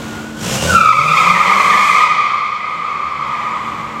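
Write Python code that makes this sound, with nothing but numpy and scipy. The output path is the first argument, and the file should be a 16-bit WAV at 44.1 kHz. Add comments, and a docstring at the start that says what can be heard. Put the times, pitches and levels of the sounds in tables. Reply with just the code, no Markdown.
"""A concrete parking garage: a V8 car idles, revs, spins its rear tyres on the smooth floor and pulls away.
Uneven firings ring the exhaust pipe over a rush of gas and fan. Each tyre sticks and slips at a wavering
pitch; the hall smears the squeal into a band and takes over with distance. The recorder's gain control
ducks engine and ventilation hum under the squeal and slowly lets them back."""
import sys
import numpy as np
from scipy import signal
from scipy.fft import rfft, irfft
from scipy.io import wavfile
from scipy.ndimage import uniform_filter1d, minimum_filter1d

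SR = 44100
rng = np.random.default_rng(int(sys.argv[2]) if len(sys.argv) > 2 else 0)


def waveform_to_disk(signal):
    """Save audio, clipped to [-1, 1], as 16-bit WAV at the path in sys.argv[1]."""
    frames = np.transpose(np.atleast_2d(signal))
    scaled = np.clip(frames, -1, 1) * 32767
    samples = np.round(scaled).astype(np.int16)
    wavfile.write(sys.argv[1], SR, samples)


N = 176400
T = np.arange(N) / SR

# wheelspin: t/s, squeal f/Hz, level/dB, overtone lift/dB, scrub relative to the squeal/dB
WHEELSPIN = [(.66, 1482, -40, -16, -30), (.695, 1469, -9.5, -12, -24), (.755, 1355, 1, -7.5, -35),
             (.87, 1278, 5, -6, -28), (1.03, 1250, 4.5, -1, -21.5), (1.25, 1207, 6, 0.5, -12.5),
             (1.6, 1166, 7.5, -0.5, -10.5), (2.03, 1189, 9, 2, -17), (2.2, 1185, 7.5, -3, -15),
             (2.5, 1189, -1, -2, -13.5), (2.75, 1186, -5.5, -5, -9.5), (2.86, 1183, -4, -3, -11.5),
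             (3.1, 1181, -7, -4, -14), (3.32, 1181, -6.5, -4, -10), (3.47, 1181, -12.5, -2.5, -7.5),
             (3.7, 1175, -16.5, -6.5, -7), (4, 1176, -23, -5, -8)]


def undb(db):
    """Decibels to gain."""
    return np.exp(np.asarray(db) * np.log(10) / 20)


def unit(x):
    """Scale to rms 1."""
    return x / np.sqrt(np.mean(x ** 2))


def curves(table):
    """One envelope per column of a timed table, in straight ramps."""
    rows = np.array(table, float)
    return [np.interp(T, rows[:, 0], column) for column in rows.T[1:]]


def on_log_axis(hz, points):
    """Read (f/Hz, value) points on a log-frequency axis."""
    rows = np.array(points, float)
    return np.interp(np.log(hz + 1), np.log(rows[:, 0]), rows[:, 1])


def noise(spectrum):
    """Noise of rms 1, coloured by (f/Hz, level/dB) points."""
    gains = undb(on_log_axis(np.arange(N + 1) * SR / (2 * N), spectrum))
    return unit(irfft(rfft(rng.standard_normal(N), 2 * N) * gains)[:N])


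def drift(rate):
    """A smooth random modulator of rms 1 with about `rate` new values a second."""
    steps = np.interp(T * rate, np.arange(N // 64), rng.standard_normal(N // 64))
    return unit(uniform_filter1d(steps, int(SR / rate / 2) + 1))


def cycles(hz):
    """Running phase in cycles."""
    return np.cumsum(hz) / SR


def tone(hz, waver, rate):
    """A sine of rms 1 whose pitch wavers by the share `waver`."""
    return np.sqrt(2) * np.sin(2 * np.pi * cycles(hz * (1 + waver * drift(rate))))


def engine():
    """Eight uneven firings a cycle thump the exhaust; gas puffs with each; a belt whines until launch."""
    # the rev: t/s, firing rate/Hz, exhaust level/dB, gas and fan level/dB
    rev = [(0, 44.76, -43, -36.5), (.34, 46.35, -39, -44), (.42, 52.55, -31, -28), (.44, 58.97, -19.5, -22),
           (.555, 68.1, -21, -17), (.595, 73.16, -28, -28), (.625, 79.25, -20, -19),
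           (.715, 92.06, -16, -20.5), (.78, 108.1, -19.5, -24), (1.03, 148.5, -10.5, -17.5),
           (1.2, 170.2, -15.5, -13.5), (1.45, 190.3, -10.5, -14.5), (1.65, 206.4, -13, -11),
           (1.86, 188.8, -16.5, -9.5), (2.03, 159.1, -23.5, -15), (2.2, 111.9, -21.5, -35.5),
           (2.8, 82.15, -25, -46.5), (3.4, 63.84, -28.5, -52), (4, 50, -39, -51)]
    # accents of the eight firings: level/dB
    cylinder_db = [3.5, -3, 5.5, -2, -4, -1.5, -3, -2]
    # colour of the gas and fan rush: f/Hz, level/dB
    rush_colour = [(150, -7), (500, 4), (1000, 4), (2000, -1), (3000, 2.5), (4600, -3), (6000, 0.5),
                   (7200, -0.5), (8600, -5), (9500, -13), (10700, -10.5), (15500, -20)]
    jitter, scatter_db, puff_depth, flicker_db = .008, 1.9, .26, .8
    hz, exhaust_db, rush_db = curves(rev)
    phase = cycles(hz * (1 + jitter * drift(40)))
    firings = np.flatnonzero(np.diff(np.floor(phase)))
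    scatter = scatter_db * rng.standard_normal(N)[:len(firings)]
    pulses = np.zeros(N)
    pulses[firings] = undb(np.resize(cylinder_db, len(firings)) + scatter)
    exhaust = exhaust_pipe(pulses / np.sqrt(hz)) * undb(exhaust_db)
    launch_s = WHEELSPIN[1][0]
    whine = tone(hz=1454, waver=.022, rate=70) * undb(-35.5) * (T < launch_s)
    puffs = unit(1 + puff_depth * np.cos(2 * np.pi * phase))
    rush = noise(rush_colour) * puffs * undb(rush_db + flicker_db * drift(19.24))
    return exhaust + rush + whine


def exhaust_pipe(pulses):
    """Firings ring the pipe and silencer, which radiate no deep bass."""
    # pipe resonances: f/Hz, width/Hz, level/dB
    modes = [(74.3, 36.5, -4.5), (111.7, 15.3, 0), (138, 27.7, 2), (186.3, 39.3, 1), (404, 114, -12.5),
             (542, 102, -5.5), (710, 200, -18.5)]
    rings = sum((-1) ** k * undb(db) * signal.lfilter(*signal.iirpeak(hz, hz / width, SR), pulses)
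                for k, (hz, width, db) in enumerate(modes))
    radiated_band = signal.butter(3, [62, 1390], "bandpass", fs=SR, output="sos")
    return unit(signal.sosfilt(radiated_band, rings))


def ventilation():
    """Fans lay a bed of hum and gently swelling air under the scene."""
    # colour of the moving air: f/Hz, level/dB
    air_colour = [(25, -44), (60, -2), (140, -2), (260, -2.5), (400, -4.5), (700, -9.5), (1300, -10),
                  (1900, -16), (3300, -18), (5000, -26.5), (7500, -25), (9500, -38), (11000, -35),
                  (15500, -40)]
    # fan tones: f/Hz, level/dB, waver/share of pitch
    hum_tones = [(221.8, -31.5, 0.0011), (308, -36.5, .002), (144.8, -41, .025)]
    air_db, swell_db = -30.5, 2.1
    air = noise(air_colour) * undb(air_db + swell_db * drift(6.8))
    return air + sum(undb(db) * tone(hz, waver, rate=15) for hz, db, waver in hum_tones)


def garage(car):
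    """Three echo patterns blend as the car moves; the mix gets wetter as it leaves."""
    # the car's path: t/s, distance/m
    path = [(0, 3.6), (.8, 5.3), (2, 9.2), (4, 21)]
    echo_radius_m = 5.67  # the hall is as loud as the direct sound here
    weights = np.array([drift(rate=14) for _ in range(3)])
    wet = sum(weight * echoes(car) for weight in weights) / np.linalg.norm(weights, axis=0)
    direct_gain = echo_radius_m / curves(path)[0]
    return (direct_gain * car + wet) / np.hypot(direct_gain, 1)


def echoes(x):
    """One dense pattern of echoes off concrete, dying fastest in the high treble."""
    # reverb time of the hall: f/Hz, t60/s
    hall_decay = [(100, 1), (1200, 1.39), (4000, 1.77), (12000, 0.32)]
    hz, seconds, cells = signal.stft(rng.standard_normal(N // 2), SR, nperseg=512)
    t60 = on_log_axis(hz, hall_decay)[:, None]
    tail = signal.istft(cells * np.exp(-np.log(1000) * seconds / t60) / np.sqrt(t60), SR)[1]
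    return signal.fftconvolve(x, tail / np.sqrt(np.sum(tail ** 2)))[:N]


def tread_squeaks():
    """The loaded tread creeps in thin, short squeaks just before it lets go."""
    # squeaks: centre t/s, length/s, f/Hz, level/dB
    creeps = [(0.484, .07, 2777, -33), (0.623, 0.092, 2830, -24.5)]
    return sum(undb(db) * np.exp(-(2 * (T - at) / length) ** 2) * tone(hz, waver=.018, rate=120)
               for at, length, hz, db in creeps)


def tyre_squeal():
    """Two tyres stick and slip, each with its own waver and chatter, over rubber scrubbing on concrete."""
    # rear tyres: slip start t/s, pitch ratio, waver/share of pitch, level/dB,
    # then harmonics 2, 3 and 4 before the overtone lift, each level/dB
    rear_tyres = [(0.549, 1.009, .034, -2.5, -11, -25.5, -31.5), (.71, .9, .052, -10, 2, -11, -16)]
    slip_rise_s, waver_growth_s = .13, .4  # the pitch roughens as the slip grows
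    flutter, chatter_db, overtone_fall_db = .02, 3.5, 6.5
    hz, level_db, lift_db, scrub_db = curves(WHEELSPIN)
    # colour of the scrub: f/Hz, level/dB
    scrub_colour = [(120, -17.5), (330, -4.5), (480, 3), (680, 1.5), (800, 5), (1000, 9), (1600, 1.5),
                    (3200, -9), (5000, -20.5), (7500, -19), (9500, -32), (15000, -40.5)]
    rubber = noise(scrub_colour) * undb(scrub_db)
    for start, ratio, waver, db, *harmonic_db in rear_tyres:
        waver_depth = waver * np.clip((T - start) / waver_growth_s, 0, 1)
        bend = 1 + waver_depth * drift(115) + flutter * drift(240)
        phase = 2 * np.pi * cycles(hz * ratio * bend)
        series_db = np.append(harmonic_db, harmonic_db[-1] - overtone_fall_db * np.array([1, 2]))
        overtones = sum(gain * np.sin(k * phase) for k, gain in enumerate(undb(series_db), start=2))
        squeal = np.sin(phase) + undb(lift_db) * overtones
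        slip = np.clip((T - start) / slip_rise_s, 0, 1)
        chatter = unit(undb(chatter_db * drift(130)))
        rubber += np.sqrt(2) * undb(db) * slip * chatter * squeal
    return rubber * undb(level_db) * (T > WHEELSPIN[0][0])


def ticks():
    """Faint, dry clicks of treble close by."""
    # clicks: t/s, level/dB
    hits = [(3.263, -44), (3.274, -35)]
    # their colour: f/Hz, level/dB
    tick_colour = [(2000, -25), (7000, -2), (12000, 0), (15500, -5)]
    decay_s = .002
    bursts = sum(undb(db) * (T >= at) * np.exp(-np.abs(T - at) / decay_s) for at, db in hits)
    return bursts * noise(tick_colour)


def scene():
    """The car in the hall, over the ventilation, in mono."""
    car = engine() + tread_squeaks() + tyre_squeal()
    return (garage(car) + ventilation() + ticks())[None]


def record(dry):
    """Gain control dives on loud sound, holds, then recovers slowly; peaks are rounded, the top is cut."""
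    threshold_db, detect_s, hold_s, release_db_per_s, top_hz = -8.5, .021, .48, 11, 15800
    pole = np.exp(-1 / (detect_s * SR))
    power = signal.lfilter([1 - pole], [1, -pole], dry[0] ** 2)
    over_db = np.maximum(10 * np.log10(power + 1e-12) - threshold_db, 0)
    hold = 2 * int(hold_s * SR / 2) + 1
    held_db = -minimum_filter1d(-over_db, hold, origin=hold // 2, mode="nearest")
    duck_db = np.maximum.accumulate(held_db + release_db_per_s * T) - release_db_per_s * T
    ducked = dry * undb(-duck_db)
    rounded = ducked / (1 + ducked ** 8) ** (1 / 8)
    return signal.sosfilt(signal.ellip(10, .2, 80, top_hz, fs=SR, output="sos"), rounded)


dry = scene()
out = record(dry)
waveform_to_disk(out)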